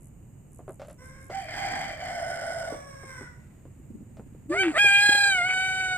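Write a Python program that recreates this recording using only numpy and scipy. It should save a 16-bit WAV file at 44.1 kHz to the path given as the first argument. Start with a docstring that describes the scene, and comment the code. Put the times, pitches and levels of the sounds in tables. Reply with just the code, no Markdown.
"""Roosters in a wooded run

Two roosters crow some way off, one clear and one hoarse; a third crows close by, with a short two-voiced
syllable and a long note that sags in pitch. The voices are stacked harmonics coloured by throat curves, plus
pure tones and breath noise. Soft bumps and scuffs are struck resonances and shaped noise.
Filtered noise makes the insect hiss, the pulsed chirps and the low rumble under everything."""
import sys
import numpy as np
from scipy import signal
from scipy.fft import rfft, irfft, next_fast_len
from scipy.io import wavfile
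from scipy.ndimage import uniform_filter1d, map_coordinates

SR = 44100
rng = np.random.default_rng(int(sys.argv[2]) if len(sys.argv) > 2 else 0)


def inscribe(sig):
    """Save sig as 16-bit PCM at rate SR to the path in sys.argv[1].

    A 1-D sig is mono; a 2-D sig holds one channel per row.
    Samples are clipped to [-1, 1] before scaling.
    """
    pcm = np.round(np.clip(np.atleast_2d(sig).T, -1, 1) * 32767)
    wavfile.write(sys.argv[1], SR, pcm.astype(np.int16))


N = 263277
TIME = np.arange(N) / SR
CUTOFF_HZ = 14650

# Near rooster's opening syllable with the scoop upwards, then its long note: (time [s], pitch [Hz])
OPENING_PITCH = [(4.5, 566), (4.535, 601), (4.555, 690), (4.6, 774.7), (4.65, 754), (4.72, 760),
                 (4.75, 574), (4.778, 669)]
LONG_PITCH = [(4.785, 806), (4.831, 826.4), (4.889, 797.2), (4.981, 808.4), (5.051, 819), (5.231, 808.3),
              (5.293, 798.6), (5.415, 697), (5.471, 745.5), (5.639, 755), (5.803, 753), (5.965, 737.4)]
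# How hard it pushes in each: (time [s], effort [dB])
OPENING_EFFORT = [(4.5, -59), (4.525, -32.5), (4.565, -32), (4.61, -20), (4.645, -29.5), (4.685, -38.5),
                  (4.735, -49)]
LONG_EFFORT = [(4.755, -30.5), (4.791, -17.5), (4.87, -17.5), (5.13, -18), (5.28, -19.5), (5.42, -26),
               (5.65, -26), (5.78, -27.5), (5.965, -28.5)]
FULL_EFFORT_DB = -17.5
# Its harmonics 1 to 5, then the overtones:
# (level at full effort [dB], change per dB of effort [dB], gain with beak wide open [dB])
NEAR_PARTIALS = [(-35.5, 0.48, 1.5), (-22.5, 0.9, 2), (-19, 1.15, -8.5), (-26, 1.2, -5), (-37.5, 1.45, 16),
                 (-33, 1.31, 4.5)]
# Its beak opens wide: (start [s], end [s], opening [0-1])
NEAR_GAPES = [(4.995, 5.345, 0.92), (5.51, 5.99, 0.54)]
# Its voice breaks up: (start [s], end [s], added roughness [0-1], period doubling [0-1])
NEAR_BREAKS = [(4.48, 4.58, 0.2, 0.1), (4.625, 4.74, 0.62, 0.61), (4.73, 4.80, .3, 0),
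               (4.875, 5.19, 0, .075), (5.36, 5.47, 0.03, 0), (5.47, 5.55, 0.17, 0), (5.56, 5.95, 0, .06)]
STEADY_ROUGHNESS = 0.0074
# Its throat resonances: (frequency [Hz], gain [dB])
NEAR_THROAT = [(560, 7.5), (670, 12), (750, 0.5), (1600, 1), (2250, 0.5), (2405, 0.5), (2475, -4),
               (2800, -11), (3020, -1.5), (3200, -6), (3290, 0), (3400, 0), (4100, -7), (4900, -10),
               (5600, -30.5), (6000, -11), (6500, -16), (7300, -4.5), (8200, -6.5), (9200, -17.5),
               (10500, -26.5), (12300, -31), (14000, -46)]
# Colour of the air hissing through its throat: (frequency [Hz], gain [dB])
NEAR_AIR = [(150, -23), (370, 8), (700, 2), (1100, -11), (2000, 1), (3600, -8), (4700, -1.5), (5800, -17),
            (7400, 7), (8600, -1.5), (11000, -19), (14000, -38)]
AIR_FULL_EFFORT_DB, AIR_DB_PER_EFFORT_DB = -45, 0.14
# The strained middle of the long note trembles
TREMOR_START_S, TREMOR_END_S, TREMOR_EDGE_S, TREMOR_HZ = 4.998, 5.32, .045, 33.5
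# Low second voice of its syrinx: (time [s], level [dB])
HOOT_LEVEL = [(4.485, -47), (4.507, -23), (4.55, -34.5), (4.62, -32), (4.678, -20.5), (4.715, -32)]
# The hoot arches once in pitch
HOOT_TOP_S, HOOT_TOP_HZ, HOOT_TURN_S = 4.568, 404.3, .033
HOOT_RISE_HZ_PER_S, HOOT_FALL_HZ_PER_S = 2200, 970

# Hoarse rooster's crow: (time [s], pitch [Hz])
HOARSE_PITCH = [(1.3, 637), (1.36, 779.4), (1.65, 802.2), (2.3, 746), (2.6, 746.4), (2.76, 703)]
# Its syllables, with levels before slackening and final gains: (start [s], end [s], rise [s], fall [s],
# growl pitch [Hz], growl level [dB], crow effort [dB], rasp level [dB], growl roughness [0-1])
HOARSE_SYLLABLES = [(1.3, 1.472, 0.0399, 0.0973, 780, -37.5, -1.5, -51.5, 0.21),
                    (1.47, 1.97, .12, 0.15, 760, -37, 0.5, -41, 0.73),
                    (1.968, 2.782, 0.0684, 0.132, 697, -36.5, -2, -46.5, 0.49)]
# As its push slackens, the growl moves to a resting pitch and each layer loses level
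GROWL_REST_HZ, GROWL_SLACK_DB, CROW_SLACK_DB, RASP_SLACK_DB = 600, 10.5, 7.5, 7
GROWL_SAG_HZ_PER_S, RASP_FADE_DB_PER_S = 60, 8.5
# Its harmonics 1-2, harmonic 3, then the overtones, before the crow's gain:
# (level at 0 dB effort [dB], change per dB of effort [dB], gain with beak wide open [dB])
HOARSE_PARTIALS = [(-36, 3, 3), (-23.5, .5, -27), (-40.5, 1.5, 0.5)]
# Its beak opens once during the call and scales the throat resonances from shut upwards
HOARSE_GAPE_S, HOARSE_GAPE_RISE_S, BEAK_SHUT_SCALE, BEAK_LIFT = 2.03, 0.24, 0.948, 0.096
# Its throat resonances: (frequency [Hz], gain [dB])
HOARSE_THROAT = [(780, -1.5), (1400, 2.5), (2400, -23.5), (3300, -3.5), (3800, -31), (5100, -4),
                 (6150, -17.5), (6900, -9), (8500, -8.5), (10200, -26), (14000, -28)]
# Colour of its rasping air: (frequency [Hz], gain [dB])
RASP_COLOUR = [(330, -0.5), (700, -15.5), (1200, -2), (1700, 5.5), (2150, 12.5), (2550, -17), (3200, -1.5),
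               (3800, -16), (4400, -6), (5100, -6), (5900, -35), (14000, -34)]

# Clear rooster's crow: (time [s], pitch [Hz])
CLEAR_PITCH = [(.97, 491), (1.05, 519.6), (1.2, 538.5), (1.3, 526.7), (2.76, 567.3), (2.9, 552),
               (3.05, 538.4), (3.15, 512.2), (3.3, 469)]
# Its notes: (start [s], end [s], effort at the start [dB])
CLEAR_NOTES = [(.975, 1.3, -4), (2.68, 3.3, 0.5)]
CLEAR_ATTACK_S, CLEAR_RELEASE_S, EFFORT_FADE_DB_PER_S = 0.035, .08, 14.5
CLEAR_GAPE_S, CLEAR_GAPE_RISE_S = 2.966, 0.14   # its beak opens for the final slide
# Its harmonics 1, 2, 3-4, then the overtones, before the crow's gain:
# (level at 0 dB effort [dB], change per dB of effort [dB], gain with beak wide open [dB])
CLEAR_PARTIALS = [(-34, 3.5, 4.5), (-41.5, 2, 7.5), (-44.5, 0.35, 8.5), (-48.5, 1.5, 8.5)]
# Its throat resonances: (frequency [Hz], gain [dB])
CLEAR_THROAT = [(550, -5), (1100, -5.5), (2100, -10.5), (2700, -22.5), (3800, -19), (4800, -29), (5500, -5),
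                (6300, -20), (8600, -6), (10000, -32), (14000, -28)]

# Stereo colour of the calls: (frequency [Hz], left minus right [dB])
STEREO_BALANCE = [(400, 1), (780, -3.5), (1600, -1.5), (2350, 2.5), (3200, -6), (4100, -1), (5200, -9.5),
                  (7400, -1), (8400, -6.5), (10000, 2), (12500, 12)]

# Dull bumps, before their shared gain: (time [s], strike level [dB], ring [Hz])
BUMPS = [(0.592, -40.5, 620), (0.603, -46, 430), (0.68, -32.5, 600), (0.695, -31.5, 546), (1.298, -35, 620),
         (2.724, -32, 455), (2.743, -34, 522.6), (3.035, -37.5, 476), (3.211, -34, 300), (3.654, -42, 284),
         (4.196, -36.5, 257), (4.349, -48, 406), (4.844, -26, 594), (5.092, -28.5, 304), (5.149, -33, 545)]
# Scratchy ticks in the litter, before their shared gain: (time [s], strike level [dB])
TICKS = [(0.797, -25), (0.818, -22.5), (0.848, -30), (0.883, -30), (0.901, -28), (1.301, -21.5),
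         (4.17, -32.5)]
# Resonances of a tick: (frequency [Hz], width [Hz], level [dB])
TICK_BODY = [(583, 89, 15), (1170, 190, 0), (2040, 1600, -20), (4560, 4300, 6)]
# Shuffling on dry ground, before the layer trims: (time [s], low level [dB], rustle level [dB])
SHUFFLE = [(3.4, -88, -61.5), (3.938, -55.5, -70.5), (4.47, -64, -66.5)]
# Colours of its low part and of its rustle: (frequency [Hz], gain [dB])
SHUFFLE_COLOUR = [(130, -6), (220, 16.5), (330, 2.5), (800, -28), (1500, -47.5)]
RUSTLE_COLOUR = [(250, -25), (600, 8), (2100, 13), (3000, 2), (12000, -16)]

# A high insect's chirps: (time [s])
CHIRPS = [.04, .55, .715, .9, 1.07, 1.24, 1.42]
# Colours of the chirp, the insect chorus and the rumble: (frequency [Hz], gain [dB])
CHIRP_COLOUR = [(4500, -42), (7000, -3), (10000, -2), (11500, -3.5), (13000, -27)]
INSECTS = [(3000, -26), (5800, -28), (6900, -6), (8700, -9.5), (9800, -22.5), (14500, -16)]
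RUMBLE = [(12, -39), (20, -10), (141, -2.5), (181, -11), (209, -11), (474, -26.5), (1530, -43), (3000, -45),
          (3900, -117), (6600, -120)]
# How alike left and right are in the noise layers: (frequency [Hz], likeness [0-1])
LIKENESS = [(25, 0.16), (70, 1), (250, 0.6), (12000, 0.054)]


def near_rooster():
    """A loud ringing crow with a little air; the other side of the syrinx hoots under the opening syllable."""
    pitch, = in_time(np.vstack([OPENING_PITCH, LONG_PITCH]))
    effort = np.vstack([OPENING_EFFORT, LONG_EFFORT])
    effort_db = in_time(effort)[0] - FULL_EFFORT_DB
    gate = sounding(effort)
    gape, = spells(NEAR_GAPES, edge_s=0.038)
    rough, doubling = spells(NEAR_BREAKS, edge_s=0.014)

    strain = plateau(TREMOR_START_S, TREMOR_END_S, TREMOR_EDGE_S, 2 * TREMOR_EDGE_S)
    tremor = strain * np.sin(2 * np.pi * TREMOR_HZ * (TIME - TREMOR_START_S))
    pitch = pitch * (1 + 0.006 * tremor)
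    levels = partials(NEAR_PARTIALS, effort_db, gape)
    crow = syrinx(pitch, levels, gate, NEAR_THROAT, order=(0, 1, 2, 3, 4, 5),
                  rough=STEADY_ROUGHNESS + rough, doubling=doubling,
                  jitter=0.0023, flutter_hz=227, shimmer_db=2.4)

    hiss = rms_one(tinted(rng.standard_normal(N), NEAR_AIR))
    hiss = hiss * from_db(AIR_FULL_EFFORT_DB + AIR_DB_PER_EFFORT_DB * effort_db) * gate
    call = from_db(0.26 + 2.0 * tremor) * crow + hiss + hoot()
    return among_trees(call, lead_ms=.083, wet_db=-19, t60=.4)


def hoot():
    """A low, nearly pure tone from the second side of the syrinx that rises quickly, turns over and sinks."""
    from_top = TIME - HOOT_TOP_S
    slope = np.where(from_top < 0, HOOT_RISE_HZ_PER_S, HOOT_FALL_HZ_PER_S)
    # the hyperbola rounds off the top of the arch
    pitch = HOOT_TOP_HZ - slope * (np.hypot(from_top, HOOT_TURN_S) - HOOT_TURN_S)
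    tone = second_voice(pitch, in_time(HOOT_LEVEL)[0], rough=0.024, flutter_hz=40)
    return tone * sounding(HOOT_LEVEL)


def hoarse_rooster():
    """Three pushes of ragged cycles over a growl, with air rasping through in puffs at the crow's pitch."""
    start, end, rise_s, fall_s, *targets = current(HOARSE_SYLLABLES)
    # glide between syllable settings over 1500 samples
    targets = uniform_filter1d(np.array(targets), size=1500, axis=1)
    top_hz, growl_db, crow_db, rasp_db, growl_rough = targets
    push = plateau(start, end, rise_s, fall_s)
    slack = 1 - push
    age = np.maximum(TIME - start, 0)
    gate = plateau(HOARSE_SYLLABLES[0][0], HOARSE_SYLLABLES[-1][1], .007, 0.041)
    gape = ramp(HOARSE_GAPE_S, HOARSE_GAPE_RISE_S)

    pitch, = in_time(HOARSE_PITCH)
    levels = partials(HOARSE_PARTIALS, crow_db - CROW_SLACK_DB * slack, gape)
    crow = syrinx(pitch, levels, gate, HOARSE_THROAT, order=(0, 0, 1, 2), rough=.42, doubling=0.06,
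                  jitter=0.02, flutter_hz=121, shimmer_db=1.5, beak=BEAK_SHUT_SCALE + BEAK_LIFT * gape)

    above_rest_hz = top_hz - GROWL_SAG_HZ_PER_S * age - GROWL_REST_HZ
    growl_pitch = GROWL_REST_HZ + above_rest_hz * np.sin(np.pi / 2 * push)
    growl = second_voice(growl_pitch, growl_db - GROWL_SLACK_DB * slack, growl_rough, flutter_hz=63.0)

    puffs = 1 + np.sin(2 * np.pi * np.cumsum(pitch) / SR)
    rasp_db = rasp_db - RASP_SLACK_DB * slack - RASP_FADE_DB_PER_S * age
    rasp = rms_one(tinted(rng.standard_normal(N) * puffs, RASP_COLOUR))
    rasp = rasp * from_db(rasp_db + 4.5 + 2.6 * drift(72))
    call = from_db(-5.5) * crow + (growl + rasp) * gate
    return among_trees(call, lead_ms=0.096, wet_db=-2.5, t60=0.39)


def clear_rooster():
    """A lower, thinner harmonic crow in two notes; the beak opens and brightens the last slide downwards."""
    pitch, = in_time(CLEAR_PITCH)
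    start, end, effort_db = current(CLEAR_NOTES)
    effort_db = effort_db - EFFORT_FADE_DB_PER_S * (TIME - start)
    levels = partials(CLEAR_PARTIALS, effort_db, ramp(CLEAR_GAPE_S, CLEAR_GAPE_RISE_S))
    gate = plateau(start, end, CLEAR_ATTACK_S, CLEAR_RELEASE_S)
    crow = syrinx(pitch, levels, gate, CLEAR_THROAT, order=(0, 1, 2, 2, 3), rough=0.29, doubling=0.029,
                  jitter=0.00606, flutter_hz=140, shimmer_db=1.0)
    return among_trees(from_db(-4.0) * crow, lead_ms=0.092, wet_db=1.0, t60=0.56)


def ground():
    """Bumps and ticks as gritty clicks into damped resonances, plus shuffling as noise of wavering level."""
    bumps = 0
    for s, db, hz in BUMPS:
        force = contacts([(s, db)], crumble=0.064, crumble_s=0.016)
        bumps = bumps + struck(force, [(hz, 130, 0), (0.69 * hz, 120, -2)])
    bumps = signal.sosfilt(signal.butter(2, 1100, fs=SR, output="sos"), bumps)
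    ticks = struck(contacts(TICKS, crumble=0.084, crumble_s=0.019), TICK_BODY)
    ticks = signal.sosfilt(signal.butter(1, 4000, fs=SR, output="sos"), ticks)

    low_db, rustle_db = in_time(SHUFFLE)
    shuffle = from_db(low_db - 1.5 + 8.3 * drift(29)) * air(SHUFFLE_COLOUR)
    rustle = from_db(rustle_db - 7.5 + 1.46 * drift(35)) * air(RUSTLE_COLOUR)
    return from_db(5.5) * bumps + from_db(-8.5) * ticks + (shuffle + rustle) * sounding(SHUFFLE)


def background():
    """Steady noise for the rumble and insect chorus, and pulsed noise for one insect chirping above it."""
    rumble = from_db(-48.5) * air(RUMBLE)
    chorus = from_db(-67.0) * air(INSECTS)
    chirps = from_db(-59.5) * sum(plateau(s - .045, s + 0.055, 0.022, 0.02) for s in CHIRPS)
    # quick, uneven wing strokes, about 76 a second
    strokes = 2 * np.sin(np.pi * 76 * TIME + 0.64 * drift(12.5)) ** 10
    lean_right = from_db([[-1], [1]])
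    return (rumble + chorus) * lean_right + chirps * strokes * air(CHIRP_COLOUR)


def syrinx(pitch, columns, gate, throat, order, rough, doubling, jitter, flutter_hz, shimmer_db, beak=1):
    """Harmonics through a throat curve; roughness shakes cycle timing and strength, doubling alternates them.

    order gives the level column of each harmonic, the last serving all higher ones."""
    phase = 2 * np.pi * np.cumsum(pitch * (1 + jitter * drift(57.6))) / SR
    shake = .5 * rough * drift(flutter_hz) + 0.47 * doubling * np.sin(phase / 2)
    swell = gate * (1 + rough * drift(flutter_hz) + doubling * np.cos(phase / 2))
    throat_hz = pitch / beak   # a larger beak scale lifts every resonance
    on = gate > 0
    out = np.zeros(N)
    waver = drift(35.0)
    for k in range(1, int(CUTOFF_HZ / np.median(pitch[on])) + 2):
        db = columns[order[min(k, len(order)) - 1]][on] + at_hz(throat, k * throat_hz[on])
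        shimmer = shimmer_db * (.5 if k == 2 else 1)   # the second partial is the steadiest
        db = db + shimmer * np.roll(waver, rng.integers(N))[on]
        angle = k * phase[on] + min(k, 4.5) * shake[on] + rng.uniform(0, 2 * np.pi)
        out[on] += np.sqrt(2) * from_db(db) * np.sin(angle)
    return out * swell / np.sqrt(1 + rough ** 2)


def second_voice(pitch, level_db, rough, flutter_hz):
    """A near-pure tone, torn by random flutter in strength and phase as it gets rough."""
    phase = 2 * np.pi * np.cumsum(pitch) / SR
    torn = drift(flutter_hz) * np.sin(phase) + drift(flutter_hz) * np.cos(phase)
    tone = np.sin(phase) * (1 - rough) + rough * torn
    return tone / np.sqrt((1 - rough) ** 2 / 2 + rough ** 2) * from_db(level_db)


def partials(table, effort_db, gape):
    """Level of each group of harmonics, set by effort and by how far the beak is open."""
    return [db + follows * effort_db + gape_db * gape for db, follows, gape_db in table]


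def among_trees(x, lead_ms, wet_db, t60):
    """Direct sound arrives on the left first; trunks scatter a dull decaying tail."""
    delayed = map_coordinates(x, [np.arange(N) - lead_ms * SR / 1000], order=3)
    direct = np.array([x, delayed])
    age = np.arange(SR) / SR
    scatter = rng.standard_normal((2, SR)) * from_db(-60 * age / t60) * (age > .012)
    scatter = scatter / np.sqrt(np.sum(scatter[0] ** 2))
    scatter = signal.sosfilt(signal.butter(1, 3500, fs=SR, output="sos"), scatter)
    both = direct + from_db(wet_db) * signal.fftconvolve(x[None], scatter, axes=1)[:, :N]
    left = tinted(both[0], [(hz, db / 2) for hz, db in STEREO_BALANCE])
    right = tinted(both[1], [(hz, -db / 2) for hz, db in STEREO_BALANCE])
    return np.array([left, right])


def struck(force, body):
    """Damped resonances in parallel, scaled so that a unit click peaks at 1."""
    def respond(x):
        out = 0
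        for hz, width, db in body:
            r = np.exp(-np.pi * width / SR)
            w = 2 * np.pi * hz / SR
            ring = signal.lfilter([1, -r * np.cos(w)], [1, -2 * r * np.cos(w), r * r], x + 1e-18)
            out = out + from_db(db) * ring
        return out
    return respond(force) / np.abs(respond(signal.unit_impulse(SR // 10))).max()


def contacts(rows, crumble, crumble_s):
    """Each contact is a click with a short crumbling of grit."""
    force = np.zeros(N + SR)
    age = np.arange(SR // 10) / SR
    for s, db in rows:
        grit = crumble * rng.standard_normal(len(age)) * np.exp(-age / crumble_s)
        force[round(s * SR) + np.arange(len(age))] += from_db(db) * (grit + (age == 0))
    return force[:N]


def air(spectrum):
    """Coloured stereo noise whose left-right likeness varies with frequency; rms 1."""
    mid, side = rng.standard_normal((2, N))
    side_db = []
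    for hz, likeness in LIKENESS:
        c = np.clip(likeness, 0, .99)
        side_db.append((hz, 10 * np.log10((1 - c) / (1 + c))))
    return rms_one(tinted(mid + tinted(side, side_db) * [[1], [-1]], spectrum))


def drift(rate_hz):
    """Random wavering up to about a given rate; rms 1."""
    low_pass = signal.butter(2, rate_hz, fs=SR, output="sos")
    slow = signal.sosfilt(low_pass, rng.standard_normal(N + SR))
    return rms_one(slow[SR:])   # drop the filter's first second


def tinted(x, spectrum):
    """Sound passed through a smooth spectrum."""
    size = next_fast_len(N)
    hz = np.arange(size // 2 + 1) * SR / size
    return irfft(rfft(x, size) * from_db(at_hz(spectrum, hz)), size)[..., :N]


def at_hz(points, hz):
    """A spectrum read on a log-frequency axis."""
    points = np.array(points)
    return np.interp(np.log(hz + 1e-9), np.log(points[:, 0]), points[:, 1])


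def in_time(rows):
    """Each column of a curve, sample by sample."""
    s, *columns = np.transpose(rows)
    return [np.interp(TIME, s, c) for c in columns]


def sounding(rows, fade_s=0.0077):
    """One while a curve lasts, with a short fade just outside each end."""
    inside_s = np.minimum(TIME - rows[0][0], rows[-1][0] - TIME)
    return np.clip(inside_s / fade_s + 1, 0, 1)


def ramp(start, rise_s):
    """Goes from 0 to 1 and stays there."""
    return np.clip((TIME - start) / rise_s, 0, 1)


def plateau(start, end, rise_s, fall_s):
    """Attack, hold at 1, release."""
    return np.minimum(ramp(start, rise_s), 1 - ramp(end - fall_s, fall_s))


def spells(rows, edge_s):
    """Each column holds from a row's start to its end, with soft edges; overlapping rows add."""
    return sum(np.outer(values, plateau(start, end, edge_s, edge_s)) for start, end, *values in rows)


def current(rows):
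    """The columns of the latest event to have started (the first one before that), sample by sample."""
    rows = np.array(rows)
    return rows[np.maximum(np.searchsorted(rows[:, 0], TIME) - 1, 0)].T


def from_db(db):
    """Decibels to amplitude."""
    return 10 ** (np.asarray(db) / 20)


def rms_one(x):
    """Sound scaled to an rms of 1."""
    return x / np.sqrt(np.mean(x ** 2) + 1e-20)


def scene():
    """All three roosters, the ground noises and the background together."""
    return near_rooster() + hoarse_rooster() + clear_rooster() + ground() + background()


def record(dry):
    """A steep low-pass removes the extreme treble."""
    return signal.sosfilt(signal.ellip(10, .1, 80, CUTOFF_HZ, fs=SR, output="sos"), dry)


dry = scene()
out = record(dry)
inscribe(out)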